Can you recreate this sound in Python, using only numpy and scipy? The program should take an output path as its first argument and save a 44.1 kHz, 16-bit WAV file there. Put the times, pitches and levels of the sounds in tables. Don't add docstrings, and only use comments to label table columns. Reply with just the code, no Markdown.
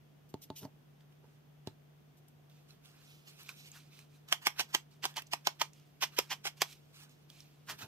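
import sys
import numpy as np
from scipy import signal
from scipy.io import wavfile
from scipy.ndimage import uniform_filter1d, map_coordinates

SR = 44100
rng = np.random.default_rng(int(sys.argv[2]) if len(sys.argv) > 2 else 0)


def transcribe(signal):
    frames = np.atleast_2d(signal).T
    limited = np.clip(frames, -1, 1)
    pcm = np.round(limited * 32767).astype(np.int16)
    wavfile.write(sys.argv[1], SR, pcm)


N = 347062

# f/Hz, level/dB, T60/s
TABLE_MODES = [(111, -12, 0.1622), (138, -3, .04), (215.94, -4, 0.03148), (283.74, -7, 0.077),
               (391.5, -0.5, 0.035), (473, -6.5, 0.013), (630, -10, 0.043), (763, -6.5, 0.016),
               (877, -15, 0.087), (1042.3, -25, 0.048)]
# f/Hz, level/dB
FOIL_SPECTRUM = [(590, -26.5), (1000, -8.5), (1180, -18), (1550, -5), (1750, -7), (1910, -4), (2560, -3.5),
                 (2680, -3.5), (3190, 0), (3800, -9), (5500, -6.5), (10100, -19.5), (12500, -16.5),
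                 (14800, -19), (16000, -33)]


def from_db(db):
    return 10 ** (np.asarray(db) / 20)


def unit_rms(x):
    return x / np.sqrt(np.mean(x ** 2) + 1e-20)


def colour(x, spectrum, size=4096):
    hz, db = np.transpose(spectrum)
    grid = np.abs(np.fft.fftfreq(size, 1 / SR)) + 1
    log_gain = np.interp(np.log(grid), np.log(hz), db) * np.log(10) / 20
    kernel = np.fft.ifft(np.exp(np.conj(signal.hilbert(log_gain)))).real
    return signal.oaconvolve(x, kernel[:size // 2])[:N]


def resonate(x, hz, width_hz):
    r = np.exp(-np.pi * width_hz / SR)
    poles = [1, -2 * r * np.cos(2 * np.pi * hz / SR), r * r]
    return signal.lfilter([(1 - r * r) / 2, 0, (r * r - 1) / 2], poles, x + 1e-18)


def grit(per_s, spread_db):
    sizes = from_db(spread_db * np.minimum(rng.exponential(1, N), 5)) * rng.choice([-1, 1], N)
    return unit_rms(sizes * (rng.random(N) < per_s / SR))


def wander(per_s):
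    steps = np.arange(0, N + SR, SR / per_s)
    return np.interp(np.arange(N), steps, rng.standard_normal(len(steps)))


def swells(times, peak_db, hold, fade, rise_db_per_s):
    out, t = np.zeros(N), np.arange(N) / SR
    for s, db, hold_s, fade_s in np.broadcast(times, peak_db, np.abs(hold), np.abs(fade)):
        near = slice(max(round((s - .2) * SR), 0), round((s + .6) * SR))
        since = t[near] - s
        rise_db = rise_db_per_s * np.minimum(since, 0)
        decay_db = 20 * np.maximum(since - hold_s, 0) / fade_s
        out[near] += from_db(db + rise_db - decay_db)
    return out


def impacts(times, peak_db, shape, t60):
    out, size = np.zeros(N + SR), SR // 16
    noise = rng.standard_normal((len(times), size))
    noise[:, 0] = 3.66
    decay = from_db(-60 * np.arange(size) / (t60 * SR))
    for k, (s, gain) in enumerate(zip(times, from_db(peak_db))):
        sound = shape(noise[k] * decay, k)[:size]
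        at = round(s * SR)
        out[at:at + size] += gain * sound / np.abs(sound).max()
    return out[:N]


def room_tone():
    # f/Hz, level/dB
    air_spectrum = [(15, -50.5), (25, -15), (153, 0.5), (439, -5), (545, -9.5), (734, -7.5), (818, -12),
                    (2000, -18), (3430, -18.5), (3920, -23.5), (6560, -25.5), (7110, -30), (10400, -30.5),
                    (13600, -24), (16000, -31.5)]
    air_db, hum_db, hum_hz, width_hz = -66, -63.5, 147.1, 25
    left, right, shared = rng.standard_normal((3, N))
    bass = 0.74 * signal.lfilter(*signal.butter(1, 180, fs=SR), shared)
    air = np.array([unit_rms(colour(own + bass, air_spectrum)) for own in (left, right)])
    wavering = resonate(resonate(rng.standard_normal(N), hum_hz, width_hz), hum_hz, width_hz)
    tone = np.sqrt(2) * np.sin(2 * np.pi * hum_hz * np.arange(N) / SR)
    return from_db(air_db) * air + from_db(hum_db) * (tone + 0.31 * unit_rms(wavering))


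def finger_rubs():
    # t/s, hold/s, level/dB
    rubs = [(0.293, .012, -69), (0.421, 0.022, -56), (0.562, .034, -52), (0.612, 0.041, -60.5),
            (2.172, 0.017, -73.5), (2.283, .002, -69.5)]
    # f/Hz, level/dB
    skin_spectrum = [(710, -70), (1700, -19), (2920, -0.5), (3950, -4), (5780, -0.5), (10600, -7),
                     (13000, 0.5), (14800, -2.5), (16000, -48)]
    at, hold, db = np.transpose(rubs)
    hiss = unit_rms(colour(grit(per_s=11000, spread_db=1.7), skin_spectrum))
    return swells(at, db, hold, fade=0.018, rise_db_per_s=2500) * hiss


def table_top(force, strength_db):
    out = 0
    for (hz, level_db, t60), extra_db in zip(TABLE_MODES, strength_db):
        r, w = from_db(-60 / (t60 * SR)), 2 * np.pi * hz / SR
        mode = signal.lfilter([0, np.sin(w)], [1, -2 * r * np.cos(w), r * r], force)
        out = out + from_db(level_db + extra_db) * mode
    return out


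def knocks():
    # t/s, thud level/dB, tick level/dB, tilt of the thud/(dB per octave)
    landings = [(0.341, -27, -39.5, 5), (0.502, -27, -40.5, 5.5), (0.631, -50.5, -48, 2.5),
                (0.652, -34.5, -44, 4.5), (1.673, -26.5, -31, 1.5)]
    at, thud_db, tick_db, tilt = np.transpose(landings)
    octaves = np.log2(np.array(TABLE_MODES)[:, 0] / 300)
    strength_db = rng.normal(0, 2.3, (len(at), len(TABLE_MODES))) + np.outer(tilt, octaves)
    thuds = impacts(at + 0.00106, thud_db, lambda x, k: table_top(np.abs(x), strength_db[k]), t60=0.0021)
    ticks = impacts(at, tick_db, lambda x, k: resonate(x, 3860, 1600) + 0.085 * x, t60=0.011)
    return thuds + ticks


def scuffs():
    # t/s, hold/s, level/dB
    settling = [(0.632, .02, -46), (1.241, .004, -59.5), (7.692, 0.031, -53.5), (7.823, 0.025, -51)]
    at, hold, db = np.transpose(settling)
    rumble = unit_rms(table_top(grit(per_s=600, spread_db=1.0), np.zeros(len(TABLE_MODES))))
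    return swells(at, db, hold, fade=.035, rise_db_per_s=900) * rumble


def handling():
    # t/s, rustle level/dB, rumble re rustle/dB
    moves = [
        [(2.82, -86, -4), (2.85, -63, -11.5), (2.936, -71, 0), (3.122, -63.5, -14), (3.25, -71.5, -12),
         (3.278, -57, -12), (3.36, -68.5, -19), (3.405, -55, -2), (3.44, -63, -14), (3.475, -58, -14),
         (3.55, -64, -12), (3.61, -58, -21), (3.63, -62.5, -20), (3.674, -58, -21), (3.715, -67, -15),
         (3.764, -54.5, 0), (3.83, -69.5, -19), (3.9, -74.5, -10), (3.932, -61.5, -19.5), (4.01, -65.5, -10),
         (4.082, -80, -8), (4.156, -70, -11), (4.27, -89.5, 0)],
        [(6.64, -72.5, 0), (6.674, -63, -10), (6.73, -53.5, -20), (6.744, -66, -21), (6.81, -77, -11.5),
         (6.922, -75.5, -14), (6.946, -63, -10), (7.038, -57.5, -6.5), (7.082, -79, 0), (7.106, -68, -16),
         (7.146, -74.5, -11.5), (7.285, -79.5, -6), (7.3, -65, -12), (7.412, -65, -19), (7.564, -78, -9),
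         (7.66, -76, -8), (7.692, -43, 0), (7.71, -44, 0), (7.772, -70, 0), (7.822, -47, -4), (7.87, -68, -2)],
    ]
    # t/s, hold/s, 20 dB fade/s, rustle level/dB, rumble re rustle/dB
    touches = [(1.007, .002, -0.04, -75, 3), (1.124, .002, .035, -75.5, -15), (1.24, 0.11, .1, -79.5, -1),
               (1.673, .002, .035, -60.5, 1), (2.5, 0.068, 0.23, -72, -10), (2.689, 0.028, 0.08, -69, -8.5),
               (3.493, .002, 0.02, -50.5, 1), (4.287, .002, 0.09, -54.5, -1),
               (4.422, .004, 0.14, -57.5, 1.5), (4.563, .015, 0.07, -61.5, 3),
               (4.691, .03, .05, -64.5, -0.5), (4.912, .004, .1, -68, -9), (5.085, .01, .1, -61, -2),
               (5.193, .002, .022, -51, 2), (5.268, .002, .03, -64, -14), (5.4, .04, .05, -74, -5),
               (5.55, .03, .05, -75, -5), (5.731, .002, 0.45, -70, -16.5), (6.124, 0.0089, 0.34, -62, -2.5),
               (6.573, .01, .1, -63, -7.5), (7.79, .004, .02, -56, -21.5)]
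    # f/Hz, level/dB
    wrapper_spectrum = [(880, -20.5), (1500, -17.5), (2020, -6.5), (2370, -0.5), (3520, -3.5), (6370, -8),
                        (10800, -14), (12100, -11), (14900, -15), (16000, -27.5)]
    t, gain, low_db = np.arange(N) / SR, np.zeros(N), np.zeros(N)
    for move in moves:
        at, db, relative_db = np.transpose(move)
        on = (t >= at[0]) & (t <= at[-1])
        gain[on] = from_db(np.interp(t[on], at, db))
        low_db[on] = np.interp(t[on], at, relative_db)
    gain = uniform_filter1d(gain, size=90)
    at, hold, fade, db, relative_db = np.transpose(touches)
    rustle = gain + swells(at, db, hold, fade, rise_db_per_s=1600)
    rumble = gain * from_db(low_db) + swells(at, db + relative_db, hold, fade, rise_db_per_s=1600)
    contacts = grit(per_s=11000, spread_db=1.7) * from_db(wander(per_s=60))
    drag = unit_rms(resonate(resonate(contacts, 1300, 1800), 1300, 1800))
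    return rustle * unit_rms(colour(contacts, wrapper_spectrum)) + rumble * drag


def creases():
    # t/s, level/dB, f/Hz
    snaps = [(1.0076, -57.5, 3366), (1.125, -60, 2850), (2.2835, -52.5, 8700), (2.4983, -55, 3380),
             (2.7072, -46, 4178), (2.8569, -44.5, 3310), (3.4316, -46, 12500), (3.491, -31, 2570),
             (3.717, -40, 6469), (3.9909, -39.5, 2450), (4.287, -38.5, 3560), (5.141, -44, 3350),
             (5.221, -33, 2704), (5.2696, -47, 6130), (5.7336, -46, 6400), (5.798, -53.5, 5489),
             (7.0946, -52, 6703), (7.301, -39, 3340), (7.4047, -39.5, 4610), (7.79, -44, 5825)]
    at, db, hz = np.transpose(snaps)
    return impacts(at, db, lambda x, k: resonate(x, hz[k], 0.16 * hz[k]) + 0.11 * x, t60=0.011)


def pack_hollow(x):
    # f/Hz, bandwidth/Hz, level/dB
    modes = [(373.48, 84, -11), (665, 195, -2), (898, 281, 3), (1270, 490, -7.5)]
    return sum((-1) ** k * from_db(db) * resonate(x, hz, width) for k, (hz, width, db) in enumerate(modes))


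def strokes():
    # t/s, lead of first touch/s, full contact/s, foil level/dB, body level/dB
    brushings = [(4.327, 0.012, .001, -33.5, -30), (4.469, 0.015, 0.002047, -30.5, -32),
                 (4.596, 0.013, 0.013, -33, -36), (4.748, 0.01547, .001, -33, -32.5),
                 (5.037, 0.00745, 0.023, -40, -41), (5.170, .008, 0.015567, -40, -42),
                 (5.334, 0.017, 0.001067, -35.5, -31.5), (5.473, 0.021, 0.001218, -35.5, -30.5),
                 (5.617, 0.019, 0.000765, -31.5, -30), (6.025, 0.012168, 0.016782, -31.5, -40),
                 (6.188, 0.019, 0.0025, -30.5, -31.5), (6.31, .01, 0.023, -38, -46),
                 (6.455, .012, 0.021, -37, -44), (6.621, .011, 0.00067, -31.5, -30)]
    at, lead, hold, foil_db, body_db = np.transpose(brushings)
    graze = swells(at - lead, foil_db - 15.5, lead, fade=0.015, rise_db_per_s=2999.5)
    press = swells(at, foil_db, hold, fade=0.015, rise_db_per_s=1900)
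    trail = swells(at, foil_db - 21.5, hold, fade=0.07, rise_db_per_s=1900)
    shake = swells(at, body_db, hold, fade=.012, rise_db_per_s=3200) + from_db(-8) * trail
    chatter = unit_rms(colour(grit(per_s=6000, spread_db=2.4), FOIL_SPECTRUM))
    bumps = unit_rms(pack_hollow(grit(per_s=1600, spread_db=2.9)))
    return (graze + press + trail) * chatter + shake * bumps


def catches():
    # t/s, crack level/dB, body level/dB, push level/dB, foil ring f/Hz
    collisions = [(4.3257, -8.5, -23.5, -65, 3160), (4.4691, -11, -26.5, -37, 1840),
                  (4.595, -31.5, -33, -56, 3395), (4.7481, -10.5, -35, -36, 3161),
                  (5.0414, -24.5, -31, -51, 3160), (5.0537, -17.5, -28, -65, 3050),
                  (5.3343, -17, -30.5, -62, 2700), (5.4712, -12.5, -20.5, -53, 2975),
                  (5.6155, -15, -25, -45, 3300), (6.188, -11, -29, -27, 2109),
                  (6.6185, -11, -25.5, -32, 1910)]
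    at, crack_db, body_db, push_db, hz = np.transpose(collisions)

    def foil(x, k):
        return colour(x, FOIL_SPECTRUM)[:len(x)] + 0.04 * x + 0.34 * resonate(x, hz[k], 600)

    crack = impacts(at, crack_db, foil, t60=0.012)
    thump = impacts(at, body_db, lambda x, k: pack_hollow(x), t60=0.0094)
    push = impacts(at, push_db, lambda x, k: resonate(resonate(x, 320, 300), 390, 300), t60=0.0069)
    return crack + thump + push


def ports(x, left_lag_samples, sway_samples):
    left_index = np.arange(N) - left_lag_samples - sway_samples * wander(per_s=12)
    return np.array([map_coordinates(x, [left_index], order=3), x])


def echoes(x):
    scatter_db, scatter_t60, room_db, room_t60 = -10, .012, -12, .14
    t = np.arange(SR // 5) / SR
    scatter = from_db(scatter_db - 60 * t / scatter_t60) / np.sqrt(scatter_t60 * SR / 14)
    room = from_db(room_db - 60 * t / room_t60) / np.sqrt(room_t60 * SR / 14)
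    tails = rng.standard_normal((2, 2, len(t))) * (scatter + room) * (t > .0004)
    tails = signal.lfilter(*signal.butter(1, 500, "high", fs=SR), tails)
    turn = 2.78 * wander(per_s=30)
    return np.array([signal.oaconvolve(x * np.cos(turn), a)[:N] + signal.oaconvolve(x * np.sin(turn), b)[:N]
                     for a, b in tails])


def scene():
    # f/Hz, level/dB
    port_difference = [(200, -1), (700, 2), (1300, -1), (2200, -3.5), (3300, -5.5), (4500, -6.5),
                       (6000, -8), (8000, -3), (10000, 0), (12500, 10), (15000, 9.5)]
    background = room_tone()
    bar = finger_rubs() + knocks() + scuffs()
    packs = handling() + creases() + strokes() + catches()
    direct = ports(bar, left_lag_samples=-3.5, sway_samples=1.33)
    direct += ports(packs, left_lag_samples=4.3, sway_samples=2.83)
    mic_low_cut = signal.butter(3, 107, "high", fs=SR, output="sos")
    left, right = signal.sosfilt(mic_low_cut, direct + echoes(bar + packs))
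    left = colour(left, np.array(port_difference) * [1, .5])
    right = colour(right, np.array(port_difference) * [1, -.5])
    return np.array([left, right]) + background


def record(dry):
    stopband_hz = 15800 * 1.04
    return signal.sosfilt(signal.cheby2(12, 55, stopband_hz, fs=SR, output="sos"), dry)


dry = scene()
out = record(dry)
transcribe(out)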